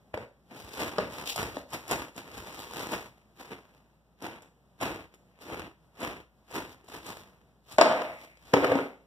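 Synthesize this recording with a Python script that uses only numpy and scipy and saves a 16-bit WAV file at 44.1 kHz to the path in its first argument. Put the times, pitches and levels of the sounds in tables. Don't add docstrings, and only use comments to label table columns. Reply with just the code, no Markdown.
import sys
import numpy as np
from scipy import signal
from scipy.fft import rfft, irfft, next_fast_len
from scipy.io import wavfile
from scipy.ndimage import uniform_filter1d

SR = 44100
rng = np.random.default_rng(int(sys.argv[2]) if len(sys.argv) > 2 else 0)


def store_wav(level_fs):
    pcm = np.round(np.clip(np.atleast_2d(level_fs), -1, 1) * 32767)
    wavfile.write(sys.argv[1], SR, pcm.T.astype(np.int16))


def invert_db(x):
    u = np.asarray(x, float) / 20
    return 10 ** u


N = 399546
TIME = np.arange(N) / SR
STEPS = TIME[::32]
SWELL_RANGE_DB = 30


def on_log_hz(hz, table):
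    table_hz, value = np.transpose(table)
    return np.interp(np.log(hz + 1), np.log(table_hz + 1), value)


def colour(x, table):
    cep = irfft(np.log(invert_db(on_log_hz(np.fft.rfftfreq(2048, 1 / SR), table))))
    cep[1:1024] *= 2
    cep[1025:] = 0
    impulse = irfft(np.exp(rfft(cep)))
    return signal.oaconvolve(np.atleast_2d(x), impulse[None], axes=1)[:, :N]


def unit(x):
    return x / np.sqrt(np.mean(x ** 2))


def band(x, kind, hz, order=2):
    return signal.sosfilt(signal.butter(order, hz, kind, fs=SR, output="sos"), x)


def slips(rate, spread_db):
    when, size, *sign = rng.random((4, N))
    happens = when < rate / SR
    loudness = invert_db(-spread_db * np.log(size + 1e-4))
    return happens * loudness * np.sign(np.array(sign) - .5)


def swell(s, db, rise_s, fall_s, bend=1):
    late = STEPS - s
    return db - SWELL_RANGE_DB * np.where(late < 0, -late / rise_s, np.abs(late / fall_s) ** bend)


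def swells(peaks, rise_s, fall_s):
    return np.interp(TIME, STEPS, sum(invert_db(swell(*peak, rise_s, fall_s)) for peak in peaks))


# freq_hz, level_db
AIR_TONE = [(30, -20), (60, -0.5), (130, 6), (200, 4.5), (300, -7.5), (650, -13.5), (1500, -26),
            (3300, -32), (7500, -40.5), (15000, -40)]
# freq_hz, level_db
HUM = [
    (58.5, -55.5),
    (11908, -96.5),
]
AIR_DB = -61.5


def air():
    drift = np.repeat(rng.standard_normal(N // 4000 + 1), 4000)
    drift = uniform_filter1d(drift, 4000)[:N]
    quarter = np.array([[0], [np.pi / 2]])
    hum = sum(invert_db(db - 2.5) * np.sin(2 * np.pi * hz * TIME + quarter) for hz, db in HUM)
    return invert_db(AIR_DB + 2.3 * drift) * unit(colour(rng.standard_normal((2, N)), AIR_TONE)) + hum


CONTACT_S = .001


def blows(events, cycles, crack_s, crack_top_hz, ring_db, crack_db):
    out, t = np.zeros(N + 4096), np.arange(4096) / SR
    noise = band(rng.standard_normal((len(events), len(t))), "bandpass", [1500, crack_top_hz])
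    rise = 1 - np.exp(-(t / CONTACT_S) ** 2)
    for (s, db, hz, rel_db), hiss in zip(events, noise):
        fade, turn = np.exp(-t * hz / cycles), 2 * np.pi * hz * t
        partials = 0.63 * np.sin(1.767 * turn) + 0.31 * np.sin(3.27 * turn)
        ring = fade * (np.sin(turn) + fade * partials)
        crack = invert_db(rel_db + crack_db) * np.exp(-t / crack_s) * hiss
        out[int(s * SR):][:len(t)] += invert_db(db) * rise * (invert_db(ring_db) * ring + crack)
    return out[:N]


# start_s, peak_db, ring_hz, crack_re_peak_db
KNOCKS = [(0.14, -20.5, 566, -29), (0.174, -24, 482, -10), (0.982, -15.5, 506, -10), (0.987, -13, 535, -21),
          (1.568, -24, 544, -7.5), (1.568, -25, 268, -39), (0.983, -18.5, 1120, -9), (0.985, -24, 191, -30),
          (8.018, -24.5, 570, -5), (8.097, -28.5, 605, -37.5), (8.236, -42, 603, -19.5),
          (8.371, -52, 532, 5.5), (8.565, -14.5, 490, -38.5), (8.634, -17, 476, -16),
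          (8.645, -15.5, 468, -12.5), (8.667, -21, 522, -10), (8.719, -12, 483, -24),
          (8.753, -11.5, 262, -17), (8.788, -18, 448, -50)]
# start_s, peak_db, ring_hz, crack_re_peak_db
DROPS = [
    (7.783, -8, 640, -6),
    (7.8112, -2.5, 640, -3),
    (7.8145, -9, 660, -22),
    (8.5362, -9, 560, -6),
    (8.541, -8, 410, -15),
]


def knocks():
    return blows(KNOCKS + DROPS, cycles=1.6, crack_s=.002, crack_top_hz=5200, ring_db=1.7, crack_db=1.0)


# freq_hz, width_hz, level_db
TUBE = [
    [(70, 64, -7), (118, 40, 25), (199, 31, 19), (306, 44, -15), (543, 60, -25), (1320, 890, -31)],
    [(99.5, 170, -22), (170, 120, -4), (270, 93, 7.5), (390, 210, 0.5), (531, 68, 6.5), (627, 43, 8.5),
     (670, 50, -14.5), (713, 62, -22.5), (874, 27, -18.5), (1000, 150, -20), (1550, 260, -43)],
    [(71.3, 68, -20), (131, 85, 10), (275.8, 7.3, 16.5), (383, 9.7, 14), (426, 40, -22), (508, 48, 11.5),
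     (653, 22, -25), (830, 58, -39), (1156, 140, -49), (2690, 75, -31)],
]
# freq_hz, level_db
GRIT = [(100, -45.5), (1000, -32.5), (2200, 9.5), (3300, -13), (5000, -21.5), (7500, -22.5), (15000, -20)]
# start_s, level_db, rolls_on_s, dies_db_per_s, grit_re_level_db
ROLLS = [
    (0.145, -43.5, 0.093, 450, -16),
    (7.783, -26, 0.12, 57, -19.5),
    (8.535, -27.5, 0.25, 127, -16),
]
# peak_s, level_db
BUMPS = [
    [(0.143, -28)],
    [(7.789, -21.5), (7.819, -15), (7.86, -28), (7.91, -31.5), (8.02, -36)],
    [(8.539, -13.5), (8.57, -25.5), (8.645, -19), (8.72, -24)],
]
GRIT_TRAILS = [
    1.1,
    0.44,
    0.95,
]
ROLL_SAG_DB_S, ROLL_BEND_DB_S2 = 9.5, 130
BUMP_RISE_S, BUMP_FALL_S = 0.0092, 0.014


def rumble():
    out = 0
    bumps = band(slips(1400, 0.5), "lowpass", 3100)
    grit = unit(colour(slips(12000, 2.6), GRIT))
    for (s, db, rolls_s, dies_db_s, grit_db), hard, tube, trails in zip(ROLLS, BUMPS, TUBE, GRIT_TRAILS):
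        late = TIME - s
        dying = np.maximum(late - rolls_s, 0)
        fade = (late > 0) * invert_db(-ROLL_SAG_DB_S * late - dies_db_s * dying - ROLL_BEND_DB_S2 * dying ** 2)
        bumped = swells(hard, BUMP_RISE_S, BUMP_FALL_S)
        core = 0
        for hz, width_hz, mode_db in tube:
            mode = signal.lfilter(*signal.iirpeak(hz, hz / max(width_hz, 10), SR), bumps)
            core = core + invert_db(mode_db) * unit(mode)
        out = out + (invert_db(db) * fade + bumped) * unit(core)
        out = out + invert_db(grit_db) * (invert_db(db) * fade ** trails + bumped) * grit
    return out


# peak_s, boom_db, rise_s, fall_s, brightness_db
TUGS = [(0.514, -47, .03, 0.93, -8), (.58, -51, 0.098, 0.99, 6.5), (.735, -53.5, 0.029, .3, 14.5),
        (0.826, -32, .16, 0.3, 0.5), (1.014, -31.5, .1, 0.25, -10), (1.197, -38.5, .18, 0.23, 2),
        (1.298, -49, 0.046, .15, 22.5), (1.265, -50, 0.018, 0.22, 17), (1.39, -29, .04, 0.24, -0.5),
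        (1.43, -36, .1, 0.23, 2), (1.59, -46.5, 0.21, 0.11, 3.5), (1.742, -35.5, .05, .17, 2.5),
        (1.88, -49, .1, 0.14, 0.5), (1.922, -27, .05, 0.24, 0), (2.182, -43, .05, 0.18, 3),
        (2.3, -46.5, .3, 0.2, -10), (2.392, -43.5, .25, 0.52, 1.5), (2.487, -45, .1, 0.68, 3),
        (2.62, -46.5, .3, .3, 7), (2.74, -51, .05, 0.87, -8), (2.79, -38.5, .2, 0.89, 3),
        (2.932, -28.5, .05, 0.12, -0.5), (3.2, -66.5, 0.27, 0.41, -1),
        (3.404, -46.5, 0.057, 0.49, 2), (3.527, -39.5, 0.068, 0.14, -8), (3.769, -68, .3, 0.32, 2),
         (4.245, -33.5, 0.044, 0.25, -5), (4.434, -55, .08, 0.18, -4), (4.828, -27, 0.031, 0.32, -3),
         (5.142, -57, .05, 0.08, -3), (5.419, -51.5, 0.027, 0.62, 6), (5.53, -37, 0.18, 0.9, -10.5),
         (5.598, -44, 0.2, 0.1, -1), (6.036, -30.5, 0.068, 0.29, -4), (6.56, -32, 0.07, 0.23, -0.5),
         (6.842, -61, 0.054, 0.086, -8), (6.887, -53.5, 0.027, 0.18, 6), (6.946, -41.5, 0.08, 0.22, 2),
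         (7.084, -42.5, 0.1, 0.34, 4), (7.2, -61.5, 0.17, 0.088, 10), (6.73, -60.5, 0.18, 0.058, 10),
         (8.47, -58.5, 0.095, 0.46, 5), (7.69, -60.5, 0.056, .4, 7.5), (7.731, -50, .08, 0.17, 7.5),
         (8.245, -56.5, .3, 0.17, 6), (8.43, -72, 0.24, 0.34, 4), (8.52, -52, 0.17, 0.081, 3.5)]
STOPS_S = [1.638, 2.09, 3.068, 4.385, 5.044, 5.678, 6.21, 9.1]
STOP_DB_S = 352
FALL_BEND = 0.85
REST_DB = -82.5


def tugs(db=0, bright_share=0, rise=1, fall=1, lag_s=0):
    power = invert_db(2 * REST_DB * fall)
    for s, boom_db, up, down, bright_db in TUGS:
        stop_s = min(at for at in STOPS_S if at > s)
        past_stop = np.maximum(STEPS - stop_s, 0)
        tug_db = swell(s, boom_db + bright_share * bright_db, up / rise, down / fall, FALL_BEND)
        power = power + invert_db(2 * (tug_db - STOP_DB_S * past_stop))
    return invert_db(db) * np.interp(TIME - lag_s, STEPS, np.sqrt(power))


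# freq_hz, level_db
FILM = [(30, -6.5), (60, 9.5), (130, 5), (300, 6), (650, -3.5), (1000, -4), (1500, -8.5), (2400, -5.5),
        (3300, -13.5), (5000, -24.5), (7500, -34), (15000, -35)]
# level_re_boom_db, brightness_share, rise_steepness, fall_steepness
FLAP = (-2.2, 0.32, 0.65, .8)
CRINKLE = (0, .4, .95, 1.05)
RASP = (0, .45, .9, 1.102)
HISS = (9.9, 1.065, 0.83, 1.3)
# peak_s, level_db
SWINGS = [(.64, -39), (1.02, -42), (1.1, -39), (1.44, -32), (1.59, -42), (2.39, -37), (2.66, -48),
          (3.05, -50), (5.6, -40), (6.12, -47), (6.68, -53), (6.96, -44), (7.23, -47), (7.75, -44),
          (8.14, -47), (8.47, -44)]
SWING_RISE_S, SWING_FALL_S = 0.13, 0.1
SLIPS_PER_S, SLIP_SPREAD_DB = 6000, 2.8
CLUMP_S, CLUMP_DB = .005, 2
FLAP_LAG_S = 0.022


def peel():
    hold = int(CLUMP_S * SR)
    clumps = np.repeat(rng.standard_normal(N // hold + 1), hold)
    clumps = uniform_filter1d(clumps, hold // 2)[:N]
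    film = unit(colour(invert_db(CLUMP_DB * clumps) * slips(SLIPS_PER_S, SLIP_SPREAD_DB), FILM))
    flap = band(film, "lowpass", 150)
    boom = band(film, "lowpass", 700) - flap
    crinkle = band(film, "lowpass", 1500) - boom - flap
    hiss = band(film, "highpass", 5000)
    rasp = film - flap - boom - crinkle - hiss
    sheet = tugs() * boom + tugs(*CRINKLE) * crinkle + tugs(*RASP) * rasp + tugs(*HISS) * hiss
    swings = swells(SWINGS, SWING_RISE_S, SWING_FALL_S)
    return invert_db(0.5) * (sheet + (tugs(*FLAP, FLAP_LAG_S) + swings) * flap)


# start_s, peak_db, ring_hz, crack_re_peak_db
SNAPS = [(0.514, -34.5, 230, -36), (0.798, -25.5, 790, -15), (0.815, -45, 2600, -13),
         (1.284, -36, 2980, -9), (1.12, -46, 2900, -5), (1.359, -24, 674, -6.5), (1.379, -41, 471, -14.5),
         (1.703, -51, 601, -4), (1.732, -33, 740, -4.5), (1.878, -38.5, 659, -3), (1.89, -36, 2360, -7),
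         (1.91, -18, 610, -9), (2.162, -34, 204, -13.5), (2.376, -30.5, 247, -13), (2.734, -41, 640, -10),
         (2.918, -27, 870, -12), (1.703, -53, 2400, -6), (4.221, -30, 280, -15), (4.42, -45, 276, -9.5),
         (4.811, -22.5, 640, -17.5), (4.823, -17.5, 596, -34), (5.143, -63, 202, 5),
         (5.499, -31.5, 520, -23.5), (6.002, -32, 293, -16), (6.028, -26.5, 560, -22),
         (6.51, -37, 524, -13), (6.842, -48, 390, -15), (6.885, -40, 627, -13), (7.063, -38.5, 382, -4),
         (7.72, -44, 1260, 2)]


def snaps():
    return blows(SNAPS, cycles=1.57, crack_s=0.0049, crack_top_hz=12000, ring_db=-0.6, crack_db=1.5)


ROOM_T60_S, ROOM_TREBLE_T60_S, ROOM_DB = 0.37, 0.4, -5
FIRST_ECHO_S = .005


def room(x):
    t = np.arange(SR) / SR
    noise = rng.standard_normal((2, SR))
    low = band(noise, "lowpass", 2800, order=1)
    tail = low * 1000. ** (-t / ROOM_T60_S) + (noise - low) * 1000. 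** (-t / ROOM_TREBLE_T60_S)
    tail *= np.clip(t / FIRST_ECHO_S, 0, 1)
    return signal.oaconvolve(x, invert_db(ROOM_DB) * unit(tail) / np.sqrt(SR), axes=1)[:, :N]


# freq_hz, level_db
PORTS = [(40, -24), (120, -22.5), (300, -22.5), (450, -13.5), (650, -9.5), (1000, -1), (1500, 0.5),
         (15000, -0.5)]


def scene():
    hits = snaps() + knocks()
    size = next_fast_len(N)
    hits = np.array([hits, irfft(1j * rfft(hits, size), size)[:N]])
    steady = peel() + rumble()
    both, apart = hits + steady + room(hits + 0.48 * steady) + air()
    port_gain = invert_db(on_log_hz(np.fft.rfftfreq(size, 1 / SR), PORTS))
    apart = irfft(rfft(apart, size) * port_gain, size)[:N]
    return np.array([both + apart, both - apart])


def roll_off(x):
    return signal.sosfilt(signal.butter(12, 16470, fs=SR, output="sos"), x)


# freq_hz, level_db
RIGHT_PORT = [(1000, 0), (2500, 2), (4000, 4), (6000, 5), (8500, 8.5), (10500, 6.5), (15000, 5)]
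# freq_hz, lag_samples
CROSS_LAG = [(0, 20.0), (5600, 19.8), (7750, 19.9), (8750, 20.15), (9750, 20.4), (10600, 20.8),
             (22050, 20.9)]
# freq_hz, share
CROSS_SHARE = [(100, .72), (1100, .8), (2200, .81), (4400, .76), (7000, .84), (9000, .63), (11500, .38),
               (15000, .26)]
EVENED = 0.66


def record(dry):
    size = next_fast_len(N + 512)
    hz = np.fft.rfftfreq(size, 1 / SR)
    lag = np.interp(hz, *np.transpose(CROSS_LAG))
    cross = np.clip(on_log_hz(hz, CROSS_SHARE), 0, .95) * np.exp(-2j * np.pi * hz * lag / SR)
    tilt_db = on_log_hz(hz, RIGHT_PORT) * np.array([[-.5], [.5]])
    ports = rfft(dry, size) * invert_db(tilt_db)
    wide = irfft((ports - ports[::-1] * cross) * invert_db(-EVENED * tilt_db), size)[:, :N]
    wide = band(wide, "highpass", 50, order=3)
    wide = band(wide, "lowpass", 15300, order=24)
    return roll_off(np.clip(wide, -1, 1))


dry = scene()
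out = record(dry)
store_wav(out)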